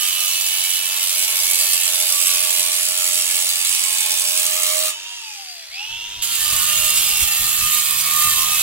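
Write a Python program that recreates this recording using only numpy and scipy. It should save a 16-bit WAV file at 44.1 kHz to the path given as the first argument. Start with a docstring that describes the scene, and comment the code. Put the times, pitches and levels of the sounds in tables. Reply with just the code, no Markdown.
"""A cordless angle grinder scores a concrete slab in a fenced yard. It opens mid-cut: the diamond disc scrapes
and rings over a swelling friction drone. Near 4.9 s it is lifted out, coasts down with the trigger released,
then spins up again with a strained gear whine. At 6.2 s it bites a second score, where the load drags its speed
down and the disc squeals, while a rising breeze buffets the microphone."""
import sys
import numpy as np
from scipy import signal
from scipy.fft import rfft, irfft, next_fast_len
from scipy.io import wavfile
from scipy.ndimage import map_coordinates

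SR = 44100
rng = np.random.default_rng(int(sys.argv[2]) if len(sys.argv) > 2 else 0)


def master(y):
    """Save y as 16-bit WAV."""
    cut = np.clip(np.atleast_2d(y).T, -1, 1)
    pcm = np.round(cut * 32767)  # scale
    wavfile.write(sys.argv[1], SR, pcm.astype(np.int16))


N = 380141
TIME = np.arange(N) / SR
LIFT_S, RELEASE_S, PRESS_S, BITE_S = 4.885, 5.16, 5.705, 6.217  # disc out, trigger off, on, disc in
FREE_SPEED = 100  # unloaded disc, turns/s
GEAR_ORDER, PINION_ORDER, WHISTLE_ORDER = 32, 39 / 11, 9.69  # cycles per disc turn

# EQ of the cut's body, bite and top end: f/Hz, level/dB
SCRAPE_EQ = [(60, -87), (300, -25.5), (500, -18.5), (800, -15.5), (1500, -9), (1900, -7), (2300, -3),
             (3000, 4.5), (4300, 2.5), (5300, -11), (7000, -3.5), (10000, -32)]
GRIT_EQ = [(2000, -29), (4600, -5), (5300, -4.5), (6000, -3.5), (6700, -1.5), (8000, -1), (11000, 1),
           (12000, -6.5), (13000, -32), (16000, -32)]
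SIZZLE_EQ = [(9000, -47), (11500, -17), (12500, -2), (13300, -5.5), (15700, -1.5)]
# fader rides, one list per score: t/s, grit/dB, sizzle/dB
CUT_RIDES = [
    [(0.05, -24, -28), (0.08, -24.5, -27), (0.93, -25.5, -28.5), (1.62, -22, -24), (1.83, -23, -25.5),
     (2.54, -22, -24), (2.73, -23.5, -28), (4.82, -23.5, -28), (4.86, -22.5, -27)],
    [(6.24, -24, -28), (6.26, -28.5, -32), (6.53, -23.5, -24.5), (7.69, -24.5, -24.5), (7.73, -22.5, -22),
     (7.96, -26.5, -24.5), (8.22, -22.5, -21.5), (8.51, -24.5, -25.5), (8.62, -20.5, -22)],
]
# hard stones that the rim bites through: t/s, accent/dB
STONES = [(1.595, 3), (2.57, 0.5), (3.315, 2), (3.68, 2), (6.345, 2.5), (6.97, 3.5), (7.23, 2.5)]
# bending modes of the steel disc: f/Hz, width/Hz, boost in first score/dB, in second score/dB
DISC_MODES = [(2223, 157, 7, 4), (4766, 75, 8.5, 6.5), (4957, 52, 7, 7.5), (5616, 37, 13, 10),
              (6290, 150, 5, 5), (6816, 120, 5, 8), (7130, 150, 5.5, 9), (7766, 225, 8, 9),
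              (8610, 184, 8, 10.5), (9880, 300, 5.5, 7), (10500, 150, 1.5, 4), (10720, 66, 9.5, 0),
              (11600, 390, 7, 7), (12730, 115, 7, 12), (13800, 130, -2, 8), (14200, 60, 11.5, 9),
              (15300, 170, 0, -10)]
# low modes of the binding disc, one list per score: f/Hz, width/Hz, level/dB
CHATTER_MODES = [
    [(1082, 9.9, 5.5), (1156, 39, -9), (1190, 52, -16), (1338, 25, -6), (1772, 36, -0.5)],
    [(1086, 12, -4), (1144, 28, -3.5), (1210, 22, 2.5), (1821, 45, -0.5)],
]
# chatter ride, one list per score: t/s, level/dB
CHATTER_RIDES = [
    [(0.0, -51.5), (0.9, -49), (1.75, -46), (2.0, -50), (2.3, -49), (2.9, -49), (3.2, -50.5), (4.15, -50.5),
     (4.69, -42.5), (4.88, -42)],
    [(6.22, -51), (6.55, -40), (6.9, -44), (7.05, -44.5), (7.4, -42.5), (7.75, -41.5), (7.86, -43),
     (8.15, -37.5), (8.45, -39), (8.62, -39.5)],
]
# buzz of the uneven rim: multiple of disc speed, level in first score/dB, in second score/dB
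RIM_BUZZ = [(2, -20.5, -13), (8, -11, -16.5), (9, -19, -17.5), (13, -8, -11.5), (14, -9, -5.5),
            (15, -9.5, -24), (16, -33, -8.5), (18, -12, -12.5)]
# ride of the disc's lowest mode: t/s, level/dB
DRONE_RIDE = [(0, -67), (.9, -55), (1.35, -46.5), (2.0, -44), (2.4, -38.5), (2.74, -39), (2.82, -45),
              (3.05, -41.5), (3.4, -45), (3.87, -59), (4.2, -45), (4.5, -36.5), (4.61, -36.5),
              (4.72, -31.5), (4.85, -29.5), (4.92, -47), (5.15, -72), (6.4, -63), (6.55, -41), (6.61, -59),
              (6.68, -47), (6.85, -40), (7.08, -51), (8.62, -57)]
# squeals, each a disc mode that swells and breaks off: peak t/s, swell/s, f/Hz, waver/Hz, level/dB
SQUEALS = [(0.029, .1, 1222, 4, -41), (.25, .1, 1217, 4, -41), (2.169, 0.062, 1154, 21, -38),
           (2.339, .1, 1130, 20, -39), (2.48, 0.1, 1145, 22, -43), (4.71, 0.28, 1230, 11.5, -42.5),
           (4.88, 0.055, 1216, 10, -40), (6.42, .04, 1760, 6, -38), (6.53, 0.09, 1196, 3, -39.5),
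           (6.571, 0.055, 1100, 13, -38.5), (6.709, 0.045, 1212, 3.3, -36.5), (6.9, 0.081, 1215, 2.4, -35),
           (6.99, .04, 5600, 20, -33), (7.21, .09, 5660, 20, -35), (7.319, .05, 1797, 7.5, -40),
           (7.48, 0.072, 1210, 3, -40.5), (7.67, 0.042, 1222, 2.9, -32.5), (7.77, 0.12, 1214, 3.3, -33),
           (7.92, .025, 1183, 4.6, -36.5), (8.08, 0.058, 2240, 5.4, -33.5), (8.275, 0.17, 1210, 2.6, -26.5),
           (8.32, 0.027, 1794, 6.2, -36.5), (8.42, 0.07, 1050, 2.9, -33), (8.53, .13, 1222, 3.65, -32)]
# disc speed under load, one list per score: t/s, speed/(turns/s)
LOADED_SPEED = [
    [(0, 92.7), (.6, 91.9), (.95, 92.3), (1.6, 90.1), (2.35, 89), (2.9, 89.5), (3.65, 89.1), (4.25, 89.6),
     (4.85, 88.4)],
    [(6.3, 98.5), (6.6, 91.3), (6.85, 86.6), (7.1, 86.4), (7.35, 84), (7.6, 82), (7.9, 78.9), (8.3, 81.3),
     (8.62, 80.2)],
]
# gear whine under load, one list per score: t/s, level/dB
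WHINE_RIDES = [
    [(0, -29.5), (.65, -31), (1.2, -40.5), (4.85, -38)],
    [(6.3, -36), (6.6, -33), (6.95, -28.5), (7.2, -31), (7.35, -36.5), (7.7, -34.5), (8.1, -39),
     (8.62, -41)],
]
# motor shaft partials: multiple of shaft speed, level/dB, boost at full torque/dB
SHAFT_PARTIALS = [(1, -53.5, -6), (2, -56.5, -6), (8, -37.5, 6), (9, -49.5, 13), (10, -52, 20),
                  (20, -47, -8)]
# how the housing colours the mechanics: f/Hz, gain/dB
HOUSING_EQ = [(620, -14.5), (720, -6), (825, 2.5), (900, 1), (980, -3), (1900, -7), (2250, -7), (2550, 0),
              (3150, -3), (3700, 4), (4400, 2.5), (4680, 6.5), (5100, 2.5), (6200, -2), (6800, -6),
              (8000, -8)]
# colour of the cooling air: f/Hz, level/dB
AIR_EQ = [(88, -55), (150, -37), (270, -34), (370, -18.5), (646, -26.5), (815, -14), (1030, -14.5),
          (2240, -8), (2620, -3.5), (3400, -1.5), (4200, -7), (5500, -3.5), (15700, -19)]
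# the lifted disc turns to the microphone and away: t/s, hiss gain/dB, low ring/dB, high ring/dB
LIFTED_RIDE = [(4.95, -0.5, -54, -44), (5.18, -0.5, -47, -48), (5.3, 2.5, -44, -57), (5.55, 1.5, -42, -64),
               (5.8, -0.5, -60, -64), (5.95, -1, -65, -64), (6.25, -0.5, -58, -55)]
# disc modes that sing in the air stream: f/Hz, width/Hz, level/dB
AIR_MODES = [(4690, 60, 0), (6850, 170, 0)]
# the left channel lags as the tool moves along the slab: t/s, delay/ms
LEFT_DELAY = [(0, 0.069), (2, 0.095), (4.7, 0.13), (6, 0.06), (8.6, 0.063)]
# shading of the two microphone ports: f/Hz, left over right/dB
PORT_BALANCE = [(300, -0.5), (500, 1.5), (623, -9), (870, 10), (1070, -10.5), (1212, 1), (1900, 7),
                (2500, -0.5), (3000, -6), (3600, 0.5), (4000, 5), (5500, 1), (8000, -8.5), (15000, -8.5)]
# reverb time of the yard: f/Hz, t60/s
YARD_DECAY = [(200, 0.0065), (2000, 0.31), (12000, 0.069)]
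# ride of the wind bed: t/s, level/dB
BREEZE_RIDE = [(0, -80), (3.2, -74), (3.5, -69), (4.2, -67), (4.7, -71), (5.7, -76), (5.92, -57.5),
               (6.5, -48.5), (8.62, -45)]
# single wind bumps: t/s, peak level/dB
GUSTS = [(3.52, -63), (4.15, -60), (5.97, -59), (6.19, -46), (6.54, -41), (6.78, -42.5), (7.23, -38.5),
         (7.42, -39), (7.64, -38), (8.26, -39)]


def score(turns, index, runout_db, lumps_db, chips_db, repeat, scrape_db, grit_db, sizzle_db, chatter_db):
    """One cut: the rim grinds through the stones of the slab and rings the disc."""
    grit_ride, sizzle_ride = curves(CUT_RIDES[index])
    scrape_follows = (0.72, 0.95)[index]  # dB of scrape per dB of grit
    scrape_ride = scrape_follows * (grit_ride - np.mean(CUT_RIDES[index], axis=0)[1])
    chatter_ride, = curves(CHATTER_RIDES[index])
    # the high side of the disc bites once a turn; pebbles and breaking chips jolt it at random
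    angle = 2 * np.pi * turns
    bite_db = runout_db * (np.cos(angle) + 0.087 * np.cos(2 * angle - 0.9))
    bite_db += lumps_db * (wobble(170) + 0.29 * wobble(28))
    bite_db += chips_db * (0.4 * roughness(turns, wear_rate=8, size=12) + 0.95 * wobble(1100))
    bite_db += sum(db * bump(s, width_s=0.018) for s, db in STONES)
    # repeat is the share of the friction's power that loops with each turn
    force = np.sqrt(repeat) * roughness(turns, wear_rate=3, size=128) + np.sqrt(1 - repeat) * noise()
    friction = [force * amp(0.6 * bite_db), noise() * amp(bite_db), noise() * amp(0.77 * bite_db)]
    steel = filtered(friction, lambda hz: disc_response(hz, index))
    scrape = amp(scrape_ride + scrape_db) * coloured(steel[0], SCRAPE_EQ)
    grit = amp(grit_ride + grit_db) * coloured(steel[1], GRIT_EQ)
    sizzle = amp(sizzle_ride + sizzle_db) * coloured(steel[2], SIZZLE_EQ)
    # a binding disc chatters in its low modes and buzzes in step with its turning
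    buzz = sum(amp(db[index]) * tone(turns, order=round(k), waver=0.59) for k, *db in RIM_BUZZ)
    chatter = amp(chatter_ride + chatter_db) * (ringing(force, CHATTER_MODES[index]) + buzz)
    return contact(index) * (scrape + grit + sizzle + chatter)


def disc_response(hz, index):
    """The disc's bending modes give the friction its steely colour."""
    peaks = sum((amp(boost_db[index]) ** 2 - 1) / (1 + (2 * (hz - centre) / width) ** 2)
                for centre, width, *boost_db in DISC_MODES)
    return np.sqrt(1 + peaks.clip(-.5))


def contact(index, attack_s=0.0064, release_s=0.023):
    """How firmly the rim sits in the slot, 0-1: score 0 fades on the lift, score 1 snaps in."""
    if index == 0:
        return np.exp(-since(LIFT_S) / release_s)
    return np.clip(since(BITE_S) / attack_s, 0, 1)


def singing(turns):
    """Friction keeps the disc's modes swinging: a wide low drone, a high ring and squeals."""
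    drone_phase = wavering_phase(hz=622.7, waver_hz=2.22, rate=30)
    drone_db, = curves(DRONE_RIDE)
    spread_rad = np.array([[-1.18], [1.18]])
    drone = amp(drone_db + 1.9 * wobble(25)) * np.sin(drone_phase + spread_rad)
    squeal = squeals()
    ring = np.sin(wavering_phase(hz=5650, waver_hz=24, rate=120)) * amp(1.7 * wobble(90))
    ring *= amp(-43.5) * contact(0) + amp(-50) * contact(1)
    rim_tone = amp(-53.5) * contact(0) * tone(turns, order=7, waver=0.66)  # beats against the drone
    return np.sqrt(2) * (drone + ring + squeal * amp(0.64 * wobble(55))) + rim_tone


def squeals(release_s=0.048):
    """One disc mode after another swells and breaks off."""
    voice = np.zeros(N)
    drift = np.cumsum(wobble(70)) / SR
    for peak_s, swell_s, hz, waver_hz, db in SQUEALS:
        near = (TIME > peak_s - 3 * swell_s) & (TIME < peak_s + 3 * release_s)
        t = TIME[near] - peak_s
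        envelope = amp(db) * np.exp(-(t / np.where(t < 0, swell_s, release_s)) ** 2)
        voice[near] += envelope * np.sin(2 * np.pi * (hz * t + waver_hz * drift[near]))
    return voice


def drive(spin_up_s=.115, coast_s=1.25, take_up_s=0.0978, torque_rise_s=0.04):
    """Speed, spin-up torque and whine gain: set by the load in a cut, by motor and inertia in air."""
    first_speed, second_speed = [curves(rows)[0] for rows in LOADED_SPEED]
    first_db, second_db = [curves(rows)[0] for rows in WHINE_RIDES]
    first_load, second_load = contact(0), np.clip(since(BITE_S) / take_up_s, 0, 1)
    # freed from the slab the motor speeds up, coasts without power, then spins up again
    freed_s = np.minimum(since(LIFT_S), RELEASE_S - LIFT_S)
    unpowered_s = np.minimum(since(RELEASE_S), PRESS_S - RELEASE_S)
    speed = FREE_SPEED - (FREE_SPEED - first_speed) * np.exp(-freed_s / spin_up_s)
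    speed *= np.exp(-unpowered_s / coast_s)
    speed = FREE_SPEED - (FREE_SPEED - speed) * np.exp(-since(PRESS_S) / spin_up_s)
    torque = (1 - np.exp(-since(PRESS_S) / torque_rise_s)) * (1 - second_load)
    torque *= np.abs(1 - speed / FREE_SPEED) ** 0.57  # eases towards free speed
    idling = ((TIME < RELEASE_S) | (TIME > PRESS_S)) * (1 - first_load) * (1 - second_load)
    whine = first_load * amp(first_db) + second_load * amp(second_db)
    whine += idling * amp(-41) + torque * amp(-33)
    return speed + second_load * (second_speed - speed), torque, whine


def grinder(turns, speed, torque, whine):
    """The tool's own voice: air, plus gears, bearing, shaft and a whistle through the housing."""
    pace = speed / FREE_SPEED
    air = cooling_air(turns, pace)
    mechanics = gears(turns, pace, torque, whine) + bearing(turns, pace, torque)
    shaft = sum(amp(db + strain_db * torque) * tone(turns, order=round(k) * PINION_ORDER, waver=0.66)
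                for k, db, strain_db in SHAFT_PARTIALS)
    whistle_db = -50.5 - 2 * contact(0) - 5 * contact(1)  # ducks in the cuts
    whistle = amp(whistle_db) * tone(turns, order=WHISTLE_ORDER, waver=0.35)
    return air + equalised(mechanics + shaft * pace ** 4 + whistle, HOUSING_EQ)


def gears(turns, pace, torque, whine):
    """Meshing teeth whine and rattle against the gearbox resonance."""
    angle = 2 * np.pi * turns
    runout = 1 + 0.33 * np.cos(angle)  # the crown wheel runs out of true, adding sidebands
    mesh = whine * tone(turns, order=GEAR_ORDER, waver=.3) * runout
    teeth = wobble(750) * np.sin(GEAR_ORDER * angle) + 0.55 * wobble(1100) * np.sin(2 * GEAR_ORDER * angle)
    gearbox = ringing(noise(), [(3260, 630, 0)])
    rattle = unit((teeth + 0.88 * gearbox) * amp(4 * np.cos(angle)))  # a clash once a turn
    rattle_gain = amp(-46.5) * pace + amp(-32) * torque + amp(-3.5) * whine * (contact(0) + contact(1))
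    return mesh + rattle * rattle_gain


def bearing(turns, pace, torque, cage_order=13 / 11, race_order=27):
    """A worn ball race buzzes in two bands, its roughness returning with every lap of the cage."""
    laps = cage_order * turns
    phase = 2 * np.pi * race_order * laps
    buzz = unit(roughness(laps, wear_rate=4, size=14) * (np.sin(phase) + .5 * np.sin(2 * phase)))
    return buzz * amp(3 * np.cos(2 * np.pi * turns)) * (amp(-43) * pace + amp(-35) * torque)


def cooling_air(turns, pace, hiss_hz=4300):
    """Air rushes harder with speed, pulsing once a turn; the disc hisses and sings in the stream."""
    hiss_db, *ring_db = curves(LIFTED_RIDE)
    rush = amp(-36.5) * coloured(noise() * amp(3.8 * np.cos(2 * np.pi * turns)), AIR_EQ)
    hiss = filtered(rush, lambda hz: 1 - 1 / (1 + (hz / hiss_hz) ** 8))
    ring = sum(amp(db) * ringing(noise(), [mode]) for db, mode in zip(ring_db, AIR_MODES))
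    return (rush + (amp(hiss_db) - 1) * hiss) * pace ** 1.43 + ring


def yard(x, count, blur_ms=0.031):
    """Short, wide echoes off fence, shed and paving; tails crossfade at random as the tool moves."""
    hz, t, spectra = signal.stft(rng.standard_normal((count, 2, SR // 4)), SR, nperseg=256)
    decay = amp(-60 * t / along(YARD_DECAY, hz)[:, None])
    tails = signal.istft(spectra * decay, SR, nperseg=256)[1]
    sends = np.array([wobble(4) for _ in tails])
    sends /= np.linalg.norm(sends, axis=0)
    echo = sum(signal.oaconvolve((x * send)[None], tail / np.linalg.norm(tail[0]), axes=1)[:, :N]
               for send, tail in zip(sends, tails))
    # a fluttering delay smears the treble
    echo = [map_coordinates(side, [np.arange(N) + blur_ms * SR / 1000 * wobble(130)]) for side in echo]
    return equalised(echo, [(600, -3.0), (1300, -5.0), (2500, -3.5), (12000, 1)])


def wind(gust_s=0.027):
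    """A breeze gets up and throws soft low gusts at the microphone."""
    breeze_db, = curves(BREEZE_RIDE)
    bed = amp(breeze_db) * unit(amp(4.4 * wobble(14)))
    gusts = sum(amp(db) * bump(s, gust_s) for s, db in GUSTS)
    rumble_eq = [(15, -1.0), (40, 1.5), (85, 1.5), (150, -7.5), (250, -15.0), (500, -36), (1500, -67)]
    centre, *sides = [coloured(noise(), rumble_eq) for _ in range(3)]
    return (bed + gusts) * (centre + amp(-6.5) * np.array(sides))


def roughness(turns, wear_rate, size):
    """A surface texture that loops on every turn and slowly wears into a new shape."""
    surface = rng.standard_normal((int(N / SR * wear_rate) + 4, size))
    return unit(map_coordinates(surface, [TIME * wear_rate, turns % 1 * size], mode="grid-wrap"))


def tone(turns, order, waver):
    """A slightly unsteady partial at a multiple of the disc speed, rms 1."""
    return unit(np.sin(2 * np.pi * order * turns + waver * wobble(45)) * amp(1.9 * wobble(22)))


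def wavering_phase(hz, waver_hz, rate):
    """Phase of a pitch with random vibrato."""
    return 2 * np.pi * np.cumsum(hz + waver_hz * wobble(rate)) / SR


def ringing(x, modes):
    """x through damped modes (f/Hz, width/Hz, level/dB), at rms 1."""
    def response(hz):
        return sum(amp(db) * 1j * hz * width / (centre ** 2 - hz ** 2 + 1j * hz * width)
                   for centre, width, db in modes)
    return unit(filtered(x, response))


def filtered(x, response):
    """x times a complex response of frequency."""
    size = next_fast_len(N + SR // 4)
    return irfft(rfft(x, size) * response(np.fft.rfftfreq(size, 1 / SR)), size)[..., :N]


def equalised(x, eq):
    """x through an EQ curve (f/Hz, gain/dB)."""
    return filtered(x, lambda hz: amp(along(eq, hz)))


def coloured(x, eq):
    """x through an EQ curve, at rms 1."""
    return unit(equalised(x, eq))


def along(points, hz):
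    """Interpolate (f/Hz, value) points on a log axis."""
    freqs, values = np.transpose(points)
    return np.interp(np.log(hz + 1), np.log(freqs + 1), values)


def curves(rows):
    """One automation lane for each column after the time."""
    times, *columns = np.transpose(rows)
    return [np.interp(TIME, times, column) for column in columns]


def since(cue_s):
    """Seconds after a cue, 0 before it."""
    return np.maximum(TIME - cue_s, 0)


def bump(peak_s, width_s):
    """A bell-shaped envelope, down to 1/e at width_s from its peak."""
    return np.exp(-((TIME - peak_s) / width_s) ** 2)


def wobble(rate):
    """A smooth random curve, rate knots a second."""
    return map_coordinates(rng.standard_normal(int(N * rate / SR) + 4), [TIME * rate])


def noise():
    """Fresh white noise."""
    return rng.standard_normal(N)


def amp(db):
    """Decibels to gain."""
    return 10 ** (np.asarray(db) / 20)


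def unit(x):
    """Scale to rms 1."""
    return x / np.sqrt(np.mean(x ** 2) + 1e-20)


def scene():
    """The mix: the grinder works right of the microphone, with the yard's echoes and wind around it."""
    speed, torque, whine = drive()
    turns = np.cumsum(speed) / SR
    tool = amp(1.0) * grinder(turns, speed, torque, whine)
    cuts = score(turns, index=0, runout_db=6.0, lumps_db=1.47, chips_db=2.0, repeat=0.12,
                 scrape_db=-28.5, grit_db=1.1, sizzle_db=3.0, chatter_db=-0.5)
    cuts += score(turns, index=1, runout_db=2.0, lumps_db=0.86, chips_db=2.5, repeat=0.094,
                  scrape_db=-28.0, grit_db=2.0, sizzle_db=2.0, chatter_db=0.0)
    delay_ms, = curves(LEFT_DELAY)
    right = tool + cuts
    left = map_coordinates(right, [np.arange(N) - delay_ms * SR / 1000], order=5)
    echoes = yard(cuts + amp(-3) * tool, count=5)  # the housing sits drier than the cut
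    stereo = np.array([left, right]) + echoes + singing(turns)
    # the body that holds the microphone shades each port in its own bands
    shading = lambda hz: np.sqrt(2 / (1 + amp(np.outer([-2, 2], along(PORT_BALANCE, hz)))))
    return filtered(stereo, shading) + wind()


def record(dry, top_hz=15800):
    """A brick-wall low-pass on the master."""
    return filtered(dry, lambda hz: hz < top_hz)


dry = scene()
out = record(dry)
master(out)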